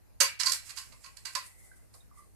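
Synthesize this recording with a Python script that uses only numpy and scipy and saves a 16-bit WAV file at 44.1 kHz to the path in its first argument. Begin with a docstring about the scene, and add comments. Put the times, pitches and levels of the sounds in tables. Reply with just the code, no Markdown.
"""A small metal bearing knocks against a steel bowl of water in a small hard room, over hiss and hum.
From 0.2 s it rattles and scrapes: each contact is a burst of noise that rings the bowl's normal modes.
Near 1.4 s the knocks fade and wet fingers swish; from 1.7 s drips sound as small resonating bubbles,
with one last faint knock among them. Throughout, the knocks reach the right microphone directly
and the left mostly by reflection off a wall."""
import sys
import numpy as np
from scipy import signal
from scipy.fft import rfft, irfft, next_fast_len
from scipy.io import wavfile
from scipy.ndimage import uniform_filter1d, minimum_filter1d

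SR = 44100
rng = np.random.default_rng(int(sys.argv[2]) if len(sys.argv) > 2 else 0)


def master_out(mix):
    """Clip the mix to full scale and print it as 16-bit PCM to the path in sys.argv[1]."""
    frames = np.transpose(np.atleast_2d(mix))
    ceiling = np.clip(frames, -1, 1)
    pcm = np.round(ceiling * 32767).astype(np.int16)
    wavfile.write(sys.argv[1], SR, pcm)


N = 103635
TIME = np.arange(N) / SR


def amp(db):
    """Decibels as an amplitude ratio."""
    return 10 ** (np.asarray(db) / 20)


def unit_rms(x):
    """Normalisation to unit mean power."""
    return x / np.sqrt(np.mean(x ** 2) + 1e-20)


def curve_at(points, hz):
    """Interpolation along a logarithmic frequency axis."""
    point_hz, value = np.transpose(points)
    return np.interp(np.log(hz + 1), np.log(point_hz + 1), value)


def add(mix, start_s, sound):
    """Superposition: a sound joins the mix at its start time."""
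    part = mix[max(round(start_s * SR), 0):][:len(sound)]
    part += sound[:len(part)]


def delayed(x, delay_s):
    """Propagation delay."""
    return np.concatenate([np.zeros(round(delay_s * SR)), x])[:N]


def equalised(x, gains):
    """Zero-phase filtering by a curve of gains in dB."""
    size = next_fast_len(N + 4096)
    return irfft(rfft(x, size) * amp(curve_at(gains, np.fft.rfftfreq(size, 1 / SR))), size)[:N]


def narrowband(x, hz, width_hz):
    """Resonance: two equal resonators in series select one band, returned at unit power."""
    carrier, pole = np.exp(2j * np.pi * hz * TIME), np.exp(-np.pi * width_hz / SR)
    for _ in range(2):
        x = (carrier * signal.lfilter([1 - pole], [1, -pole], x / carrier)).real
    return unit_rms(x)


# Each row: frequency in Hz, relative spectral density of the hiss in dB.
HISS_SPECTRUM = [(25, -24), (40, -1.5), (60, -7), (100, 2), (135, -14.5), (174, -11.5), (300, -17),
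                 (540, -19.5), (800, -20.5), (1100, -26), (2000, -29), (2600, -31.5), (3300, -38),
                 (4200, -32), (8000, -35), (12000, -30.5), (14500, -36.5)]
# Each row: frequency in Hz, correlation between left and right from -1 to 1.
HISS_CORRELATION = [(60, -0.91), (150, -0.84), (400, -.5), (1200, .1), (5000, -0.044)]
def hiss(level_db=-59.5, flicker_db=2.0):
    """Partial coherence: room and microphone noise, with left and right out of phase in the bass."""
    hz = np.fft.rfftfreq(1024, 1 / SR)
    a, b, c, d, flicker = rng.standard_normal((N // 256 + 5, len(hz), 5)).T
    left, independent = a + 1j * b, c + 1j * d
    correlation = curve_at(HISS_CORRELATION, hz)[:, None]
    right = correlation * left + np.sqrt(1 - correlation ** 2) * independent
    flicker = unit_rms(uniform_filter1d(uniform_filter1d(flicker, 12, axis=0), 10, axis=1))
    spectra = np.array([left, right]) * amp(curve_at(HISS_SPECTRUM, hz)[:, None] + flicker_db * flicker)
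    noise = signal.istft(spectra, nperseg=1024, noverlap=768)[1][:, :N]
    return amp(level_db) * unit_rms(noise)


# Each row: centre frequency in Hz, level in dB before the channel weights, resonator width in Hz.
HUM_BANDS = [(54, -69, 7), (98, -70, 21)]
def hum():
    """Narrowband noise is heard as a wavering tone, here partly in antiphase between the channels."""
    out = np.zeros((2, N))
    for hz, db, width_hz in HUM_BANDS:
        shared, right_only = (narrowband(rng.standard_normal(N), hz, width_hz) for _ in range(2))
        out += amp(db) * np.array([1.3 * shared, 1.4 * right_only - shared])
    return out


# Each row: frequency in Hz, reverberation time (60 dB of decay) in seconds.
ROOM_DECAY = [(400, 0.16), (900, 0.19), (2100, 0.36), (5500, 0.21), (12000, 0.21)]
WALL_DELAY_S = .012
def reverberation(x, drift_hz=2.3):
    """Diffuse reflection: echoes die at each band's own rate; two tails alternate as the hands move."""
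    out, phase = np.zeros((2, N)), 2 * np.pi * drift_hz * TIME
    length = SR // 2
    slots = np.arange(120, length - 20, 12)  # one echo of random sign in every 12 samples
    for share in (np.cos(phase), np.sin(phase)):
        echoes = np.zeros((2, length))
        arrivals = slots + rng.integers(0, 12, (2, len(slots)))
        np.put_along_axis(echoes, arrivals, rng.choice([-1., 1.], arrivals.shape), 1)
        echoes[0] *= np.minimum(TIME[:length] / WALL_DELAY_S, 1) ** 2  # the left tail builds up slowly
        hz, t, spectra = signal.stft(echoes, SR, nperseg=128)
        decay = amp(-60 * t / curve_at(ROOM_DECAY, hz)[:, None])
        tail = signal.istft(spectra * decay, SR, nperseg=128)[1]
        tail /= np.linalg.norm(tail, axis=1, keepdims=True)
        out += signal.fftconvolve((x * share)[None], tail, axes=1)[:, :N]
    return out


# Each row: time in seconds, level of the treble band in dB, level of the 2 kHz band in dB.
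NOISE_LEVELS = [(.19, -90, -95), (.5, -70, -85.5), (1.15, -72.5, -85), (1.42, -58.5, -71),
                (1.465, -51.5, -74), (1.5, -59, -67.5), (1.56, -66, -72), (1.6, -60, -62),
                (1.625, -63, -68), (1.655, -58, -65), (1.701, -64.5, -68), (1.749, -68.5, -70),
                (1.77, -61.5, -75.5), (1.799, -70.5, -74), (1.92, -74, -89), (1.95, -58, -79),
                (2.03, -70.5, -93), (2.12, -79.5, -82), (2.185, -60, -67), (2.229, -67.5, -73.5),
                (2.35, -75.5, -98)]
# Each row: centre frequency in Hz, resonator width in Hz; first the treble band, then the 2 kHz band.
NOISE_RESONANCES = [(9000, 4500), (2030, 170)]
def treble_hiss_and_swish():
    """Modulated noise: faint hiss grows from 0.2 s; from 1.4 s water swishes with fizz and a trickle."""
    times, *levels = np.transpose(NOISE_LEVELS)
    out = np.zeros((2, N))
    for level_db, (hz, width_hz) in zip(levels, NOISE_RESONANCES):
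        envelope = amp(np.interp(TIME, times, level_db, left=-120))
        for channel in out:
            noise = rng.standard_normal(N) * amp(1.3 * rng.standard_normal(N))
            channel += envelope * narrowband(noise, hz, width_hz)
    return out


# Each row: start in seconds, level in dB, pitch in Hz, 60 dB decay time in seconds (capped below).
BUBBLES = [(1.713, -37.5, 1555, 0.033), (1.73, -45, 1580, 0.048), (1.72, -55.5, 555, 0.034),
           (1.95, -47.5, 1204, 0.046), (1.946, -43, 760, 0.018), (2.004, -43, 3750, 0.054),
           (2.018, -59.5, 3540, 0.045), (2.111, -45.5, 1163, 0.038), (2.123, -52, 1190, 0.033),
           (2.141, -50, 1107, 0.036), (2.171, -40, 1171, 0.058), (2.188, -39, 1166, 0.044),
           (2.203, -47.5, 1143, 0.057), (2.22, -50.5, 1154, 0.036), (2.24, -51, 1100, .03)]
def drips(rise_s=.004, longest_t60_s=.04, glide_per_s=.7, wobble_depth=.35):
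    """Bubble resonance: each drip is a damped sine with a soft start and a slight rise in pitch."""
    out, t = np.zeros(N), TIME[:5000]
    onset = 1 - np.exp(-(t / rise_s) ** 2)
    for start_s, db, hz, t60 in BUBBLES:
        tone = np.sin(2 * np.pi * hz * (t + .5 * glide_per_s * t ** 2))
        add(out, start_s, amp(db - 60 * t / min(t60, longest_t60_s)) * onset * tone)
    wobble = unit_rms(uniform_filter1d(uniform_filter1d(rng.standard_normal(N), 140), 140))
    return out * (1 + wobble_depth * wobble)


# Each row: time in seconds, relative level of the scrape in dB.
SCRAPE_LEVELS = [(.394, -68.5), (.402, -41), (.44, -41), (0.482, -39), (.53, -36), (.58, -55), (.63, -58),
                 (.67, -45), (0.701, -48.5), (.74, -74), (0.766, -41), (.82, -51), (.9, -59.5),
                 (1.0, -65.5), (1.045, -51), (1.09, -60), (1.15, -67), (1.3, -64), (1.34, -47.5)]
# Each entry: level offset in dB for one of the six contact bands.
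SCRAPE_BAND_DB = [-5, -37.5, -22.5, -8.5, -3, 0.5]
def scrape_envelopes():
    """Sliding friction: the noise amplitude in each band as the bearing drags along the steel."""
    times, level_db = np.transpose(SCRAPE_LEVELS)
    contour_db = np.interp(TIME, times, level_db, left=-120, right=-120)
    return amp(contour_db + np.array(SCRAPE_BAND_DB)[:, None])


# Each row: mode frequency in Hz, relative level in dB, 60 dB decay time in seconds.
BOWL_MODES = [(572.4, -11, 0.11), (926, -4.5, 0.098), (1053, -4, 0.084), (1584, -1, 0.12),
              (1695, -9.5, 0.13), (1964, -5.5, .14), (2320, -6, 0.14), (2370, -15.5, 0.051),
              (2800, -7.5, 0.144), (2820, -16, .12), (3980, -11.5, .05), (4450, -6.5, 0.071),
              (4690, 2, .05), (7440, -10, 0.041)]
def bowl_ring(impulses):
    """Normal modes: the bowl answers each impulse with a sum of damped sines."""
    t = TIME[:12000]
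    response = sum(amp(db - 60 * t / t60) * np.sin(2 * np.pi * hz * t) for hz, db, t60 in BOWL_MODES)
    return signal.oaconvolve(impulses, response / np.linalg.norm(response))[:N]


# Each row: lower edge in Hz, upper edge in Hz; bands near 4.5, 0.55, 1, 2, 5.7 and 9 kHz.
CONTACT_BANDS = [(3900, 5100), (450, 620), (1000, 1130), (1250, 2900), (5100, 6400), (6400, 13500)]
# Each row: time in seconds, relative level of the first band in dB, offsets of the other five in dB,
# rise time in seconds, rattle time in seconds (lengthened if too short), ring offset in dB.
IMPACTS = [(0.2035, -15, -18.5, -12.5, -5.5, -1.5, 0.5, 0.001, 0.012, -10.5),
           (0.2108, -18.5, -22, -15, -7, -3, -10.5, 0.00097, 0.0056, -7),
           (0.3981, -24.5, -50.5, -23.5, -8.5, -0.5, -7, 0.0036, 0.0041, -18.5),
           (0.4034, -27.5, -55, -31, -24, -4, -12, 0.0027, 0.0063, -35),
           (0.4084, -25.5, -48, -44, -5, -19, -19, 0.002, 0.0061, -14),
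           (0.4332, -34, -24.5, -10, 1.5, 11.5, -9, 0.00072, 0.0023, -14),
           (0.4585, -26.5, -54, -15.5, -18, -2, -3, 0.0025, 0.01, -4),
           (0.4687, -19, -59, -42.5, -12, -6.5, -11.5, 0.0017, 0.0042, -12.5),
           (0.483, -29.5, -42, -31, -15.5, -11.5, -9.5, 0.0007, 0.0023, -16.5),
           (0.4951, -25, -29.5, -31, -20.5, -3.5, -8.5, 0.0012, 0.005, -13),
           (0.52, -26.5, -40, -35, -17.5, 1, -3, 0.0014, 0.0023, -21.5),
           (0.5192, -25, -41, -34, -18, 0, -1.5, 0.0012, 0.0029, -22.5),
           (0.5325, -30.5, -39, -27, -10, -6.5, 0, 0.0012, 0.0028, -8.5),
           (0.6924, -43.5, -41, -19, -10.5, -9, -3, 0.0014, 0.015, -11.5),
           (0.7046, -41, -36, -31, -4, -2, -14, 0.0012, 0.0035, -20),
           (0.7719, -34.5, -41, -11.5, -9.5, -5, -8, 0.0016, 0.0061, -10),
           (0.7839, -36.5, -40, -9, -7, -9, -3, 0.0011, 0.0042, -19),
           (0.922, -48.5, -16, -3.5, -7, -13, -11, 0.0017, 0.0091, -22),
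           (1.041, -51, -26, -9, -8, -7, -24, 0.0014, 0.016, -6.5),
           (1.0597, -48.5, -21, -7.5, -2, -12, -19, 0.001, 0.007, -18),
           (1.1688, -43, -26, -18, -9.5, -3.5, -2, 0.002, 0.0051, -17),
           (1.2532, -32, -41, -22.5, -8, -3.5, -4.5, 0.002, 0.007, -9),
           (1.2683, -42, -36, -19, -6.5, -15, -6.5, 0.0011, 0.021, -9),
           (1.3511, -32, -33, -7.5, -5, -1, -2.5, 0.00096, 0.0073, -14.5),
           (1.3517, -27.5, -27.5, -17.5, -10.5, -7, -8, 0.001, 0.0096, -9.5),
           (1.4614, -57.5, -12, -13, -6, -11, 7.5, 0.0012, 0.009, -21),
           (1.9388, -52.5, -10.5, -9, -11.5, -6, -3.5, 0.0012, 0.012, -27)]
def bearing_on_bowl(burst_gain_db=3, ring_gain_db=29, shortest_rattle_s=.004):
    """Impact excitation: each knock adds a noise burst to the scrape and sets the bowl ringing."""
    envelopes, impulses = scrape_envelopes(), np.zeros((len(CONTACT_BANDS), N))
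    for time_s, db, *offsets_db, rise_s, rattle_s, ring_db in IMPACTS:
        from_peak = TIME[:3000] - 3 * rise_s
        attack = np.exp(np.minimum(from_peak, 0) / rise_s)
        decay = np.exp(-(np.maximum(from_peak, 0) / max(rattle_s, shortest_rattle_s)) ** 1.5)
        for band, band_db in enumerate(db + np.array([0] + offsets_db)):
            add(envelopes[band], time_s - 2.1 * rise_s, amp(band_db + burst_gain_db) * attack * decay)
            add(impulses[band], time_s, amp([band_db + ring_db + ring_gain_db]))
    noise = unit_rms(rng.standard_normal(N))
    contact, drive = np.zeros((2, N))
    for (low_hz, high_hz), envelope, kicks in zip(CONTACT_BANDS, envelopes, impulses):
        bandpass = signal.butter(3, [low_hz, high_hz], "band", fs=SR, output="sos")
        gain = .5 * np.sqrt(SR / 2 / (high_hz - low_hz))  # equal power for any bandwidth
        contact += gain * signal.sosfilt(bandpass, envelope * noise)
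        drive += gain * signal.sosfilt(bandpass, kicks)
    return contact + bowl_ring(drive)


# Each row: frequency in Hz, gain in dB applied to the sound of bearing and bowl.
STEEL_COLOUR = [(450, 1.5), (800, 4.5), (1500, 0.5), (2500, 2.5), (3300, 2), (3900, -3.5), (4350, 2.5),
                (4900, 0), (5600, 2.5), (6500, 1.5), (7700, 8), (9200, 1.5), (11000, 0.5), (13000, -10.5)]
# Each row: frequency in Hz, gain in dB on the paths to the left microphone.
LEFT_COLOUR = [(300, 1.5), (700, 5.5), (1400, -3), (2800, -5), (4600, -13), (9000, -4.5), (13000, 3)]
def scene():
    """Multipath propagation: direct sound, wall echo and reverberation add at each microphone."""
    water = drips()
    steel = equalised(bearing_on_bowl(), STEEL_COLOUR)
    direct = steel + water
    echo = delayed(direct, WALL_DELAY_S)
    left_tail, right_tail = reverberation(steel + amp(-7) * water)
    left = equalised(amp(-11) * direct + amp(-8) * echo + amp(-1.5) * left_tail, LEFT_COLOUR)
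    right = direct + amp(-26) * delayed(echo, .004) + amp(-4) * right_tail
    bass = signal.sosfiltfilt(signal.butter(4, 720, fs=SR, output="sos"), right)
    left -= amp(-6.9) * bass  # the left microphone hears the bass inverted
    return np.array([left, right]) + treble_hiss_and_swish() + hiss() + hum()


def record(dry):
    """Peak limiting and band limiting: a quick gain dip holds the loudest peaks, then a low-pass acts."""
    ceiling, cutoff_hz = .55, 14420
    held_peak = -minimum_filter1d(-abs(dry).max(0), size=161)
    peak = uniform_filter1d(held_peak, size=81)
    limited = dry * np.minimum(1, ceiling / (peak + 1e-9))
    lowpass = signal.firwin(1023, cutoff_hz, window=("kaiser", 11), fs=SR)
    return signal.oaconvolve(limited, lowpass[None], "same")


dry = scene()
out = record(dry)
master_out(out)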